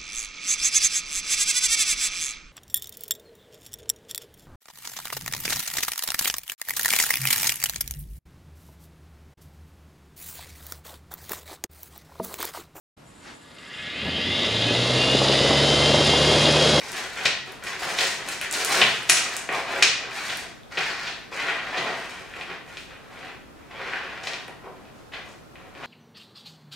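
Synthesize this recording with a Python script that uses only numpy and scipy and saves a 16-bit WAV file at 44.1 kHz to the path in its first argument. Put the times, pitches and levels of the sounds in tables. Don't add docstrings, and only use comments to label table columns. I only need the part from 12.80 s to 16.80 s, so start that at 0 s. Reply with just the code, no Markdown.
import sys
import numpy as np
from scipy.fft import rfft, irfft, next_fast_len
from scipy.io import wavfile
from scipy.ndimage import uniform_filter1d, map_coordinates

SR = 44100
rng = np.random.default_rng(int(sys.argv[2]) if len(sys.argv) > 2 else 0)


def materialize(psi):
    bounded = np.clip(np.atleast_2d(psi).T, -1, 1)
    quanta = np.round(bounded * 32767).astype(np.int16)
    wavfile.write(sys.argv[1], SR, quanta)


N = 176400

START_S, FULL_HZ = .21, 76.95
PASSES_PER_TURN = 4.825


def amp(db):
    return 10 ** (np.asarray(db) / 20)


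def unit(x):
    return x / np.sqrt(np.mean(x ** 2) + 1e-20)


def along(points, hz):
    freqs, values = np.transpose(points)
    return np.interp(np.log(hz + 1), np.log(freqs + 1), values)


def wobble(rate):
    return map_coordinates(rng.standard_normal(int(N * rate / SR) + 4), [np.arange(N) * rate / SR])


def filtered(x, response):
    size = next_fast_len(N + SR // 2)
    return irfft(rfft(x, size) * response(np.fft.rfftfreq(size, 1 / SR)), size)[..., :N]


def high_pass(x, hz):
    return x - filtered(x, lambda f: 1 / (1 + (f / hz) ** 10))


def noise(spectrum):
    return unit(filtered(rng.standard_normal(N), lambda hz: amp(along(spectrum, hz))))


def bell(x, centre, width):
    return 1 / (1 + (2 * (x - centre) / width) ** 2)


def swell(x, centre, width):
    return np.exp(-((x - centre) / width) ** 2)


def partials(rows, turns, waver_db, waver_rate):
    tones = np.zeros(N)
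    for multiple, db in rows:
        gain = np.sqrt(2) * amp(db + waver_db * wobble(waver_rate))
        tones += gain * np.sin(2 * np.pi * (multiple * turns + rng.random()))
    return tones


def spread(x, width):
    t = np.arange(SR // 4) / SR
    tail = rng.standard_normal(len(t)) * amp(-60 * t / 0.33)
    scatter = lambda hz: np.exp(1j * np.angle(rfft(tail, 2 * len(hz) - 2)))
    side = filtered(x, lambda hz: amp(along(width, hz)) * scatter(hz))
    return np.array([x + side, x - side])


def room_noise():
    # frequency in Hz, relative level in dB.
    spectrum = [(24, -49), (40, -12), (91, -10), (102, -11), (154, -4), (206, -8.5), (244, -6),
                (359, -13.5), (504, -14.5), (1040, -18), (10000, -36), (12800, -40), (16600, -68),
                (22000, -120)]
    return amp(-51) * noise(spectrum)


def swish(t):
    # frequency in Hz, relative level in dB.
    spectrum = [(88, -33), (150, -15), (222, 1), (458, -4), (928, -4), (1680, -2.5), (5850, -11.5),
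                (12800, -39), (16600, -64), (22000, -120)]
    return amp(-44) * noise(spectrum) * swell(t, centre=0.488, width=0.061)


def spindle(t, climb_hz_per_s=36.7, ease_s=.86):
    gap_hz = climb_hz_per_s * ease_s
    ease_from_s = START_S + (FULL_HZ - gap_hz) / climb_hz_per_s
    climbing = climb_hz_per_s * np.maximum(t - START_S, 0)
    easing = FULL_HZ - gap_hz * np.exp((ease_from_s - t) / ease_s)
    return np.where(t < ease_from_s, climbing, easing)


def driver_whistle(t, turns, beats_per_turn=1.3, stutter_db=3):
    # pitch in Hz, half-width in Hz, relative level in dB.
    peaks = [(7040, 70, 0.5), (7730, 70, -2), (8380, 90, -5), (8800, 60, -6), (10500, 250, -11.5)]
    response = lambda hz: sum(amp(db) * bell(hz, pitch, 2 * half) for pitch, half, db in peaks)
    tone = filtered(rng.standard_normal(N), response)
    tone = unit(tone * amp(stutter_db * wobble(39.9)))
    fade_in = np.clip((t - START_S) / 0.1, 0, 1)
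    pulse = 1 + 0.15 * np.cos(2 * np.pi * beats_per_turn * turns)
    return amp(-61.5) * tone * fade_in * pulse


def shaft_hum(spin_hz, turns):
    # multiple of the turning rate, relative level in dB.
    tones = [(1, -34.5), (2, -27.5), (3, -35.5), (4, -38), (5, -36), (7, -35.5), (8, -34.5)]
    speed = spin_hz / FULL_HZ
    hum = partials(tones, turns, waver_db=1.2 + 7.5 * (1 - speed), waver_rate=14)
    fade_in = 1 - np.exp(-(spin_hz / 53.2) ** 4)
    return high_pass(hum * speed ** 1.56 * fade_in, hz=64.5)


def knocks(attack_s=0.00032):
    # start in seconds, relative level in dB, factor on the pitch.
    hits = [(1.258, -32, 0.71), (1.282, -18.5, 0.66), (1.383, -23, .9), (1.908, -17, 0.92),
            (2.349, -9.5, 0.94), (2.417, -11.5, 1.33), (2.496, -13, 0.98), (2.609, -11, 0.85),
            (2.643, -13, 1.03), (2.708, -14, 0.66), (2.734, -17, 0.92), (2.887, -13, 0.89),
            (3.143, -6.5, 1.05), (3.335, -9, 1.14), (3.514, -9, 1.02), (3.565, -11.5, 1)]
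    # base pitch in Hz, relative level in dB, seconds to fade by 60 dB.
    modes = [(246, -7.5, 0.041), (414, -3.5, 0.045), (606, -6.5, 0.034), (855, -6.5, 0.024)]
    hz, level, fade_s = np.transpose(modes)[:, :, None]
    track, t = np.zeros(N + SR), np.arange(SR // 10) / SR
    for start, db, pitch in hits:
        phase = rng.random((len(hz), 1))
        tones = amp(level - 60 * t / fade_s) * np.sin(2 * np.pi * (pitch * hz * t + phase))
        attack = 1 - np.exp(-t / attack_s)
        track[round(start * SR):][:len(t)] += amp(db) * tones.sum(axis=0) * attack
    return high_pass(track[:N], hz=136)


def rushing_air(t, spin_hz):
    # frequency in Hz, relative level in dB.
    deep_spectrum = [(40, -22), (70, 0.5), (110, -3), (230, 4), (380, -5), (600, -31), (1500, -44)]
    roar_spectrum = [(30, -49), (55, -39), (80, -11.5), (105, -2.5), (170, -6.5), (240, -3), (450, 0),
                     (610, 1.5), (720, -4), (1000, -8.5), (1600, -13), (3000, -25), (8000, -60)]
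    hiss_spectrum = [(500, -18), (1500, -4.5), (3200, 1), (5200, 0), (5900, -4), (6900, -3.5), (7800, -12),
                     (9200, -10.5), (10400, -14.5), (11700, -27.5), (12700, -34), (13300, -56)]
    # peak time in seconds, half-width in seconds, boost in dB.
    swells = [(1.27, 0.047, 6.5), (1.41, 0.017, 1.5), (1.9, 0.035, 1.5), (2.71, 0.024, 3.5)]
    speed = spin_hz / FULL_HZ
    deep = amp(-36) * noise(deep_spectrum) * swell(spin_hz, 48.9, 13.7)
    eddies = unit(amp(wobble(110) + 0.33 * wobble(14)))
    surges = amp(sum(db * swell(t, peak_s, width) for peak_s, width, db in swells))
    roar = amp(-20.5) * noise(roar_spectrum) * speed ** 3.49
    hiss = unit(noise(hiss_spectrum) * amp(1.3 * wobble(200) + 0.26 * wobble(22)))
    return (roar + deep) * eddies * surges + amp(-25) * hiss * speed ** 4.07


def ringing_metal(grind, passes):
    # frequency in Hz, relative level in dB.
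    spectrum = [(300, -38), (900, -14.5), (1400, -6), (1700, -10.5), (2300, -7.5), (3200, -2), (3900, -1),
                (4300, -6), (5100, -4), (5800, -16.5), (7000, -15), (8000, -30), (11000, -36), (13000, -48)]
    # pitch in Hz, width in Hz, boost in dB for grinding, then for passes.
    modes = [(1175, 18, 11.5, 0), (1698, 20, 15, 22), (1895, 35, 13, 6), (2005, 19.5, 11, 19.5),
             (2083.5, 16.4, 14.5, 18), (2128, 21, 14.5, 13), (2515, 18, 10, 19), (2790, 40, 12, 11),
             (2844, 21, 5, 14), (3104, 99, 5, 12.5), (3266, 92, 3.5, 11), (3487, 74, 8, 7.5),
             (3800, 260, 4, 6.5), (4600, 270, 4.5, -4)]

    def response(hz, column):
        boost = sum((amp(row[column]) ** 2 - 1) * bell(hz, row[0], row[1]) for row in modes)
        return amp(along(spectrum, hz)) * np.sqrt(1 + boost.clip(0))

    return filtered(grind, lambda hz: response(hz, 2)) + filtered(passes, lambda hz: response(hz, 3))


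def grinding(turns, steps_per_turn=2048):
    # bumps per turn, relative strength in dB.
    bumps = [(28, -6.5), (44, -2), (55, -2.5), (66, 0), (75, -2.5), (84, -7), (110, -3.5), (145, -12),
             (200, -9.5), (400, -9)]
    laps = int(turns[-1]) + 2
    profile = amp(along(bumps, np.arange(laps * steps_per_turn // 2 + 1) / laps))

    def roll_over(spectrum):
        surface = irfft(spectrum * profile)
        return unit(map_coordinates(surface, [turns * steps_per_turn], mode="wrap"))

    waves_per_turn = (PASSES_PER_TURN * np.arange(2, 60)[:, None] + np.arange(-2, 3)).ravel()
    heights = amp(2.5 * rng.standard_normal(len(waves_per_turn)))
    phases = np.exp(2j * np.pi * rng.random(len(waves_per_turn)))
    waves = np.zeros(len(profile), complex)
    waves[np.round(waves_per_turn * laps).astype(int)] = heights * phases
    grain = roll_over(rfft(rng.standard_normal(laps * steps_per_turn)))
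    rough_grain = unit(grain * amp(3 * wobble(300)))
    return amp(2) * rough_grain + amp(-2) * roll_over(waves)


def bearings(t, turns):
    # multiple of their passing rate, relative level in dB.
    tones = [(6, -4.5), (7, -12), (8, -7), (9, -5.5), (10, -15), (11, -9.5), (12, -8), (13, -9), (14, -5),
             (15, -7), (16, -4), (18, -4)]
    # time in seconds, relative level in dB.
    loudness = [(0.6, -55), (0.76, -49), (0.82, -43.5), (1.04, -33.5), (1.55, -24), (2.02, -23.5),
                (2.26, -22), (3.4, -20.5), (3.95, -21.5)]
    passes = amp(-11) * partials(tones, PASSES_PER_TURN * turns, waver_db=2.5, waver_rate=22)
    passes = high_pass(passes, hz=1400)
    ring = ringing_metal(grinding(turns), passes)
    power = np.abs(uniform_filter1d(ring ** 2, size=SR // 3))
    ring /= np.sqrt(power + 1e-12)
    times, db = np.transpose(loudness)
    fade_in = np.clip((t - START_S) / (times[0] - START_S), 0, 1)
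    return ring * amp(np.interp(t, times, db) - 1) * fade_in


def scene():
    # frequency in Hz, level in dB of the reflections against the direct sound.
    drive_width = [(60, -62), (150, -43.5), (350, -25), (860, -24), (2090, -18.5), (5070, -17),
                   (10000, -14), (12500, 1.5)]
    quiet_width = [(60, -32), (170, -12), (500, -1), (1460, -2.5), (4250, -9.5), (12300, -4)]
    # frequency in Hz, level in dB of the left against the right.
    balance = [(60, -4), (170, 0.0), (500, 0.5), (1460, 0.0), (4250, 0.5), (12300, -1.5)]
    t = np.arange(N) / SR
    spin_hz = spindle(t)
    turns = np.cumsum(spin_hz) / SR
    drive = shaft_hum(spin_hz, turns) + bearings(t, turns) + rushing_air(t, spin_hz) + knocks()
    soft_swish = swish(t)
    stereo = spread(drive, drive_width)
    stereo += spread(driver_whistle(t, turns) + soft_swish + room_noise(), quiet_width)
    return filtered(stereo, lambda hz: amp(along(balance, hz) * np.array([[.5], [-.5]])))


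def record(dry):
    silence_s, fade_s, top_hz = 0.1656, 0.012, 13200
    fade_in = np.clip((np.arange(N) / SR - silence_s) / fade_s, 0, 1)
    return filtered(dry * fade_in, lambda hz: 1 / (1 + (hz / top_hz) ** 60))


dry = scene()
out = record(dry)
materialize(out)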